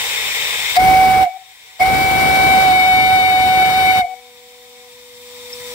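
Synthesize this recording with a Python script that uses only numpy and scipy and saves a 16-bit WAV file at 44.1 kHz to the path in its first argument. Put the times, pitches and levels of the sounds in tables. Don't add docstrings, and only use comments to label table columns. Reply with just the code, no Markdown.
import sys
import numpy as np
from scipy import signal
from scipy.fft import rfft, irfft
from scipy.io import wavfile
from scipy.ndimage import uniform_filter1d

SR = 44100
rng = np.random.default_rng(int(sys.argv[2]) if len(sys.argv) > 2 else 0)


def natural_amplitude(level_db):
    exponent = np.asarray(level_db, float) / 20
    return 10 ** exponent


def inscribe(sig):
    pcm = np.round(np.clip(np.atleast_2d(sig).T, -1, 1) * 32767)
    wavfile.write(sys.argv[1], SR, pcm.astype(np.int16))


N = 253134
T = np.arange(N) / SR
FRAMES, BINS = np.arange(N // 128 + 5) * 128 / SR, np.fft.rfftfreq(512, 1 / SR)

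# open_s, shut_s, pitch_hz, rise_s, closing_stretch (ratio)
BLASTS = [
    (0.755, 1.239, 755.2, 0.024, 0.86),
    (1.789, 4.009, 760.9, 0.028, 0.96),
]
# time_s, note_db, third_partial_db (overblowing), steam_flow_db
HOLDS = [
    [(.784, -8, -43, -30), (.8, -13, -30.5, -30), (.892, -10, -24.5, -30), (1.176, -14, -24, -33),
     (1.238, -11, -33.5, -34.5)],
    [(1.81, -9.5, -18, -22.5), (1.84, -13.5, -31, -33.5), (1.91, -17.5, -22, -31.5),
     (2.14, -19, -23, -30.5), (2.45, -15.5, -19, -29.5), (2.72, -14.5, -20, -30), (3.25, -15, -22.5, -31.5),
     (3.55, -15.5, -28, -30.5), (4.005, -13.5, -27, -30)],
]
# time_s, half_length_s, pitch_hz, note_db, third_partial_db
SURGES = [(2.569, 0.023, -4, 3, -9), (2.697, 0.048, -2.5, 2, -6.5), (2.826, 0.043, -2.5, -3, 0),
          (2.87, 0.015, 6, 0, -4), (3.037, .04, -0.44, -2.5, 1.5), (3.127, 0.046, 5.2, 2.5, -3),
          (3.612, 0.059, 3, 2.5, 6), (3.736, 0.026, -3.5, -1.5, 0), (3.785, 0.028, 8, -0.3, 3),
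          (3.896, 0.03, 3.2, 1.2, 9.5), (3.933, 0.013, 1.5, 0, -8)]
# after_shut_s, pitch_sag_hz, note_db, third_partial_db
CLOSING = [(0, 0, 1, 1), (.02, -43, -8, -3.5), (.045, -35.5, -6, -22), (.065, -57, -21.5, -30),
           (.08, -68, -25, -30)]
# multiple (ratio), level_db, pan_db, phase_lead_rad
UPPER_PARTIALS = [(4, -5, 17, -2.5), (5, -1, 11.5, -3.5), (6, -8, 31, 1.5), (7, -42, -8, 1)]
# time_s, first_pan_db, first_lead_rad, second_pan_db, third_lead_rad
BEARING = [(.76, 2.1, .74, 2, 1), (.9, -4.5, -.14, 6, 1), (1.3, -6, -0.51, -1.1, 0),
           (1.8, -3, 0.093, .2, 1), (2.01, -6, 0.81, 12, -1.1), (2.6, -5, 0.91, 12, -1.8),
           (2.8, -3.5, 0.99, 0.5, -2.1), (4.0, -1, 0.55, 6, -2)]
# pitch_hz, level_db (per Hz)
JET_SPECTRUM = [(530, -23), (900, -10), (1410, -10.5), (1530, -10.5), (1920, -11.5), (2120, -7.5),
                (2220, -7.5), (2330, -14.5), (2540, -13.5), (5220, -15.5), (6410, -20), (9200, -19.5),
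                (10500, -21.5), (14200, -23), (16000, -28)]
# pitch_hz, likeness (0-1)
JET_SAME = [(900, 0.79), (2000, 0.34), (4000, 0.41), (8000, 0.35), (12000, 0.3), (16000, 0.089)]
# pitch_hz, pan_db
JET_PAN = [(60, 15), (130, 11), (290, 14), (640, 33), (1410, 3), (3100, 7), (6820, 2.5), (15000, -8)]
# pitch_hz, level_db (per Hz)
BUFFET_SPECTRUM = [(20, -14), (45, 0), (90, 2), (160, -1.5), (370, -2), (640, -2.5), (1200, -11),
                   (3000, -22.5), (6000, -26)]
# peak_s, hiss_db, gasp_db (breath), jet_dies_s
SPITS = [
    (0.766, -18, -8, 1.2344),
    (1.802, -34.5, -3, 3.992),
]
# start_s, end_s, level_db, pitch_hz, width_hz
CHUFFS = [
    (0.757, 0.776, -22.5, 4480, 1200),
    (1.793, 1.816, -38, 4993, 1200),
]
# start_s, end_s, level_db, pitch_hz, width_hz
LAST_GUST = (3.96, 4.055, -36, 75, 80)
# pitch_hz, width_hz, level_db
LEAK_PIPES = [(810, 260, -10), (2123, 65, -1), (2430, 57, 0), (3160, 19, -7), (3560, 17, -4),
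              (3690, 73, -3), (5790, 72, -11), (7540, 450, -11), (11500, 74, -19), (13500, 420, -15)]
# time_s, level_db, turned (0-1)
LEAK_COURSE = [(0, -21.5, 0.46), (.25, -23, 0.37), (.5, -22.5, 0.33), (.75, -23.5, 0.45),
               (1.4, -24.5, 0.63), (1.7, -18, 0.56), (4.2, -25, 0.9), (5.2, -22.5, 1), (5.74, -20.5, 1)]
# pitch_hz, likeness (0-1)
LEAK_SAME = [(60, 0.21), (170, 1), (400, 0.89), (700, 1), (1100, 0.39), (2200, 0.99), (3000, 0.33),
             (6000, 0.087), (12000, 0.19)]
# pitch_hz, pan_db
LEAK_PAN = [(60, 29.5), (130, -2), (290, 5), (640, 1), (1410, 5.5), (3100, 7), (6820, -1), (15000, -6)]
# pitch_hz, level_db
LEAK_NEAR = [(15, -60), (25, -23), (64, -12), (293, -31), (516, -0.5), (624, -28), (818, -8), (1400, -13),
             (2160, 2.5), (2910, -6), (3720, -5.5), (4370, -13), (7510, -10.5), (10700, -19.5),
             (16000, -20)]
# pitch_hz, level_db
LEAK_TURNED = [(25, -24), (70, -17), (240, -27), (430, -28.5), (620, -27), (950, -24), (1480, -27),
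               (2050, -18), (2840, -23.5), (3720, -18.5), (4370, -20.5), (7510, -20.5), (10400, -24),
               (16000, -28.5)]
# peak_s, peak_db, pitch_hz, t60_s, pan_db
TICKS = [
    (5.526, -28, 5500, 0.018, 2),
    (5.5295, -18, 5350, 0.016, 2),
    (5.534, -28, 5450, 0.04, 2),
]
# left_delay_s, right_delay_s, level_db
CLOSE_SURFACES = [(.0011, 0.00093, -21.5), (.0027, 0.0021, -20.5), (.0046, 0.0041, -13),
                  (.0083, 0.0068, -12), (.0131, 0.01, -17.5), (0.0202, 0.018, -11)]
# delay_s, level_db, pan_db
WALLS = [(.07, -25.5, 4.5), (.131, -18.5, 4), (.186, -34, 7.5), (.283, -39, 4)]
# delay_s, level_db
FAR_HOUSES = [(.45, -88), (.62, -66.5), (.78, -52), (.87, -41)]
# multiple (ratio), level_db, width_hz
DRONE_PARTIALS = [(1, -43.5, 4.8), (2, -24.5, 0.65), (4, -39.5, 8.63), (5, -49.5, 7.8)]
# time_s, level_db
DRONE_SWELL = [(0, -66), (2.6, -22), (3.6, -4), (5.74, 3)]
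# time_s, gain_db
GAIN = [(0, 0), (.768, 1), (.79, -19), (.9, -18), (1.8, -26.5), (2.1, -22.5), (5.08, -22), (5.74, -13)]
# pitch_hz, level_db
MIC = [(20, -40), (50, 0), (5500, 0), (6400, -6), (7300, -2.5), (9900, 0.5), (10400, -8), (11400, -4.5),
       (13000, -3.5), (14200, 2.5), (15700, 4.5)]

SCOOP_HZ, SCOOP_S, RISE_DB = 63, .025, 39
DRY_S, DRYING_S, DRY_SAG_HZ = 2.67, .09, 12
WARMING_S = 1.3
SECOND_DB, SECOND_WARM_DB, SECOND_DRY_DB, SECOND_DB_PER_HZ = -39, 10, -7, 1.15
THIRD_PAN_DB, THIRD_PAN_DRY_DB = 4, 2
UPPER_DB, UPPER_WARM_DB, WEAK_RISE_S = -49.5, 17, 0.012
SPIT_DB_PER_S, GASP_LATE_S, GASP_DB_PER_S, GASP_RISE_S = 1498, 0.008, 300, 0.0048
JET_RISE_S, JET_FALL_DB_PER_S = 0.041, 694
LINGER_DB, LINGER_FALL = -16.5, 0.13
HISS_DRY_DB, BUFFET_DB, BUFFET_DRY_DB, BUFFET_FALL = -2, 4.5, -5, 1.2
BREATH_DB, BREATH_DRY_DB, DAMP_AGAIN_S = 16, -45, 3.72
DRONE_HZ = 244.95


def whistle():
    out, thrown = np.zeros((2, N)), np.zeros(N)
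    shake_hz, tremble_db, tremble3_db = 1.2 * wander(60), .5 * wander(90), 1.1 * wander(90)
    pan_db, lead, pan2_db, lead3 = curves(BEARING, T)
    dry, lift_hz = dryness(), surge(column=2)
    blown_s = sum((shut - opens) * ramp(opens, shut - opens) for opens, shut, *_ in BLASTS)
    warm = np.minimum(blown_s / WARMING_S, 1)
    for (opens, shut, top_hz, rise, stretch), rows in zip(BLASTS, HOLDS):
        sag_hz, close_db, close3_db = curves(CLOSING, (T - shut) / stretch)
        scoop_hz = SCOOP_HZ * np.exp(-np.maximum(T - opens, 0) / SCOOP_S)
        hz = top_hz - DRY_SAG_HZ * dry + lift_hz + sag_hz - scoop_hz
        phase = 2 * np.pi * np.cumsum(hz + shake_hz) / SR
        carry = natural_amplitude(-.7 * np.maximum(746 - hz, 0))
        on = ramp(opens, 0.0072) - ramp(shut + stretch * CLOSING[-1][0] - .006, .006)
        weak = ramp(opens + rise, WEAK_RISE_S) - ramp(shut, WEAK_RISE_S)

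        first_db, third_db, _ = curves(rows, T) - RISE_DB * (1 - ramp(opens, rise)) ** 2
        first_db = first_db + surge(column=3) + close_db + tremble_db
        third_db = third_db + surge(column=4) + close3_db + tremble3_db
        second_db = SECOND_DB + SECOND_WARM_DB * warm
        second_db = second_db + dry * (SECOND_DRY_DB + SECOND_DB_PER_HZ * lift_hz)
        first = natural_amplitude(first_db) * ports(phase, pan_db, lead)
        second = weak * carry * natural_amplitude(second_db + wander(80)) * ports(2 * phase, pan2_db, 1.0)
        third = natural_amplitude(third_db) * ports(3 * phase, THIRD_PAN_DB + THIRD_PAN_DRY_DB * dry, lead3)
        out += on * (first + second + third)
        thrown += on * carry * (first + natural_amplitude(-11.0) * second + natural_amplitude(1.5) * third).mean(0)

        for multiple, db, upper_pan_db, upper_lead in UPPER_PARTIALS:
            upper_db = UPPER_DB + UPPER_WARM_DB * warm + db + wander(85.1)
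            upper = weak * natural_amplitude(upper_db) * ports(multiple * phase, upper_pan_db, upper_lead)
            out += upper
            thrown += natural_amplitude(-6) * carry * upper.mean(0)
    return out, thrown


def dryness():
    return ramp(DRY_S - DRYING_S / 2, DRYING_S)


def surge(column):
    return sum(row[column] * np.exp(-((T - row[0]) / row[1]) ** 2) for row in SURGES)


def jet():
    hissing, buffeting, breathing = flows()
    sheet = hiss(read(JET_SPECTRUM, BINS)[:, None], JET_SAME, JET_PAN, 0.00021,
                 patchy_db=1.0, flicker_db=0.95)
    buffet = hiss(read(BUFFET_SPECTRUM, BINS)[:, None], [(20, .1), (900, 0.15)],
                  [(20, 15), (300, 17.8), (900, 24.0)], 1e-4, patchy_db=0.5, flicker_db=1.0)
    breath = breathing * natural_amplitude(-13) * evened(resonate(sheet, 2210, 286))
    breath += breathing * natural_amplitude(-16.5) * evened(resonate(sheet + buffet, 731, 155))
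    breath += sum(puff(sheet, *row) for row in CHUFFS)
    steam = hissing * natural_amplitude(3.0) * sheet + breath
    return steam, buffeting * natural_amplitude(2.5) * buffet + puff(buffet, *LAST_GUST)


def flows():
    dry = dryness()
    hissing, buffeting, breathing = strengths = np.zeros((3, N))
    clear = dry - 0.92 * ramp(DAMP_AGAIN_S, 0.12)
    for (opens, *_), rows, (spit_s, spit_db, gasp_db, dies) in zip(BLASTS, HOLDS, SPITS):
        flow = ramp(opens, JET_RISE_S) ** 2 * natural_amplitude(curves(rows, T)[2])
        fall_db = JET_FALL_DB_PER_S * np.maximum(T - dies, 0)
        lasting = natural_amplitude(-fall_db) + natural_amplitude(LINGER_DB - LINGER_FALL * fall_db)
        hissing += flow * natural_amplitude(HISS_DRY_DB * dry) * lasting
        hissing += natural_amplitude(spit_db - SPIT_DB_PER_S * abs(T - spit_s))
        buffeting += flow * natural_amplitude(BUFFET_DB + BUFFET_DRY_DB * dry - BUFFET_FALL * fall_db)
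        breathing += flow * natural_amplitude(BREATH_DB + BREATH_DRY_DB * clear - fall_db)
        gasp = natural_amplitude(gasp_db - GASP_DB_PER_S * abs(T - spit_s - GASP_LATE_S))
        breathing += ramp(spit_s, GASP_RISE_S) ** 2 * gasp
    return strengths


def puff(x, start, end, db, hz, width):
    swell = np.sin(np.pi * np.clip((T - start) / (end - start), 0, 1))
    return natural_amplitude(db) * swell * evened(resonate(x, hz, width))


def leak():
    level_db, _ = curves(LEAK_COURSE, T)
    turned = np.clip(curves(LEAK_COURSE, FRAMES)[1], 0, 1)
    humps_db = sum(5.54 / (1 + (2 * (BINS - hz) / (width + 150)) ** 2) for hz, width, _ in LEAK_PIPES)
    field_db = np.outer(read(LEAK_NEAR, BINS), 1 - turned) + np.outer(read(LEAK_TURNED, BINS), turned)
    field_db += humps_db[:, None]
    field_db -= 10 * np.log10(np.mean(natural_amplitude(2 * field_db), axis=0))
    return natural_amplitude(level_db) * hiss(field_db, LEAK_SAME, LEAK_PAN, 1.1e-4, patchy_db=.4, flicker_db=.4)


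def tick():
    out = np.zeros((2, N))
    for s, db, hz, t60, pan_db in TICKS:
        u = np.maximum(T - s, 0)
        envelope = natural_amplitude(db - 60 * u / t60) * np.minimum(u / .001, 1)
        out += envelope * ports(2 * np.pi * hz * u, pan_db, 1.6) / np.sqrt(2)
    return out


def close(x):
    taps = np.zeros((2, 1200))
    taps[:, 0] = 1
    for left_s, right_s, db in CLOSE_SURFACES:
        taps[[0, 1], [round(left_s * SR), round(right_s * SR)]] += natural_amplitude(db)
    return signal.oaconvolve(x, taps / np.linalg.norm(taps[0]), axes=1)[:, :N]


def yard(x):
    taps = np.zeros((2, SR))
    at = np.arange(400, SR - 20, 20) + rng.integers(0, 20, (2, (SR - 401) // 20))
    np.put_along_axis(taps, at, rng.choice([-1., 1.], at.shape), 1)
    taps *= natural_amplitude(-46 - 60 * T[:SR] / .5)
    for s, db, pan_db in WALLS:
        taps[:, round(s * SR)] += natural_amplitude(np.array([db + pan_db, db - pan_db]))
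    for s, db in FAR_HOUSES:
        taps[:, round(s * SR)] += natural_amplitude(db)
    return signal.fftconvolve(x[None], taps, axes=1)[:, :N]


def drone():
    tones = np.zeros((2, N))
    for multiple, db, width in DRONE_PARTIALS:
        strength = natural_amplitude(db + 0.25 * width * wander(30))
        turns = np.cumsum(DRONE_HZ + 0.58 * width * wander(17.2)) / SR
        tones += strength * ports(multiple * 2 * np.pi * turns, 2.2, -0.21)
    return natural_amplitude(curves(DRONE_SWELL, T)[0]) * tones


def hiss(field_db, same, pan, lag_s, patchy_db, flicker_db):
    a, b, c, d, patches = rng.standard_normal((len(FRAMES), len(BINS), 5)).T
    patches = evened(uniform_filter1d(uniform_filter1d(patches, size=6, axis=0), size=16, axis=1))
    flicker = evened(uniform_filter1d(a[0], size=4))
    same = np.clip(read(same, BINS), 0, 1)[:, None]
    side = natural_amplitude(read(pan, BINS) / 2)[:, None]
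    turn = np.exp(-2j * np.pi * BINS * lag_s)[:, None]
    right = a + 1j * b
    left = side * turn * (same * right + np.sqrt(1 - same ** 2) * (c + 1j * d))
    middle = np.sqrt(side ** 2 + side ** -2 + 2 * same * turn.real)
    strength = natural_amplitude(field_db + patchy_db * patches + flicker_db * flicker)
    z = np.array([left, right / side]) / middle * strength
    x = signal.istft(z, nperseg=512, noverlap=384)[1][:, :N]
    return x / np.std(x.mean(0))


def ports(phase, pan_db, lead):
    left, right = natural_amplitude(pan_db / 2) * np.exp(1j * lead), natural_amplitude(-pan_db / 2)
    wave = np.exp(1j * phase) * np.sqrt(8) / np.maximum(abs(left + right), .7)
    return np.array([(left * wave).real, (right * wave).real])


def resonate(x, hz, width):
    turn = np.exp(2j * np.pi * np.cumsum(hz * np.ones(N)) / SR)
    r = np.exp(-np.pi * width / SR)
    smooth = signal.lfilter([1], [1, -r], signal.lfilter([1], [1, -r], x / turn))
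    return (turn * smooth).real


def wander(hz):
    lowpass = signal.butter(2, hz, fs=SR, output="sos")
    return evened(signal.sosfilt(lowpass, rng.standard_normal(N)))


def evened(x):
    return x / np.sqrt(np.mean(abs(x) ** 2) + 1e-20)


def ramp(start, length):
    return np.clip((T - start) / length, 0, 1)


def read(points, hz):
    f, value = np.transpose(points)
    return np.interp(np.log(hz + 1), np.log(f + 1), value)


def curves(rows, t):
    s, *columns = np.transpose(rows)
    return [np.interp(t, s, c) for c in columns]


def scene():
    steam, buffet = jet()
    note, thrown = whistle()
    undo = natural_amplitude(-curves(GAIN, T)[0])
    echoes = yard((thrown + natural_amplitude(-19.5) * steam.mean(0)) * undo)
    return (note + buffet + tick()) * undo + echoes + close(steam * undo + leak()) + drone()


def top_cut(x):
    return signal.sosfilt(signal.butter(12, 17070, fs=SR, output="sos"), x)


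def record(dry):
    hz = np.fft.rfftfreq(N, 1 / SR)
    limited = np.tanh(dry * natural_amplitude(curves(GAIN, T)[0]) / 1.491) * 1.524
    colour = natural_amplitude(read(MIC, hz)) * (hz < 15750)
    mix = irfft(rfft(limited) * colour, N)
    return top_cut(mix)


dry = scene()
out = record(dry)
inscribe(out)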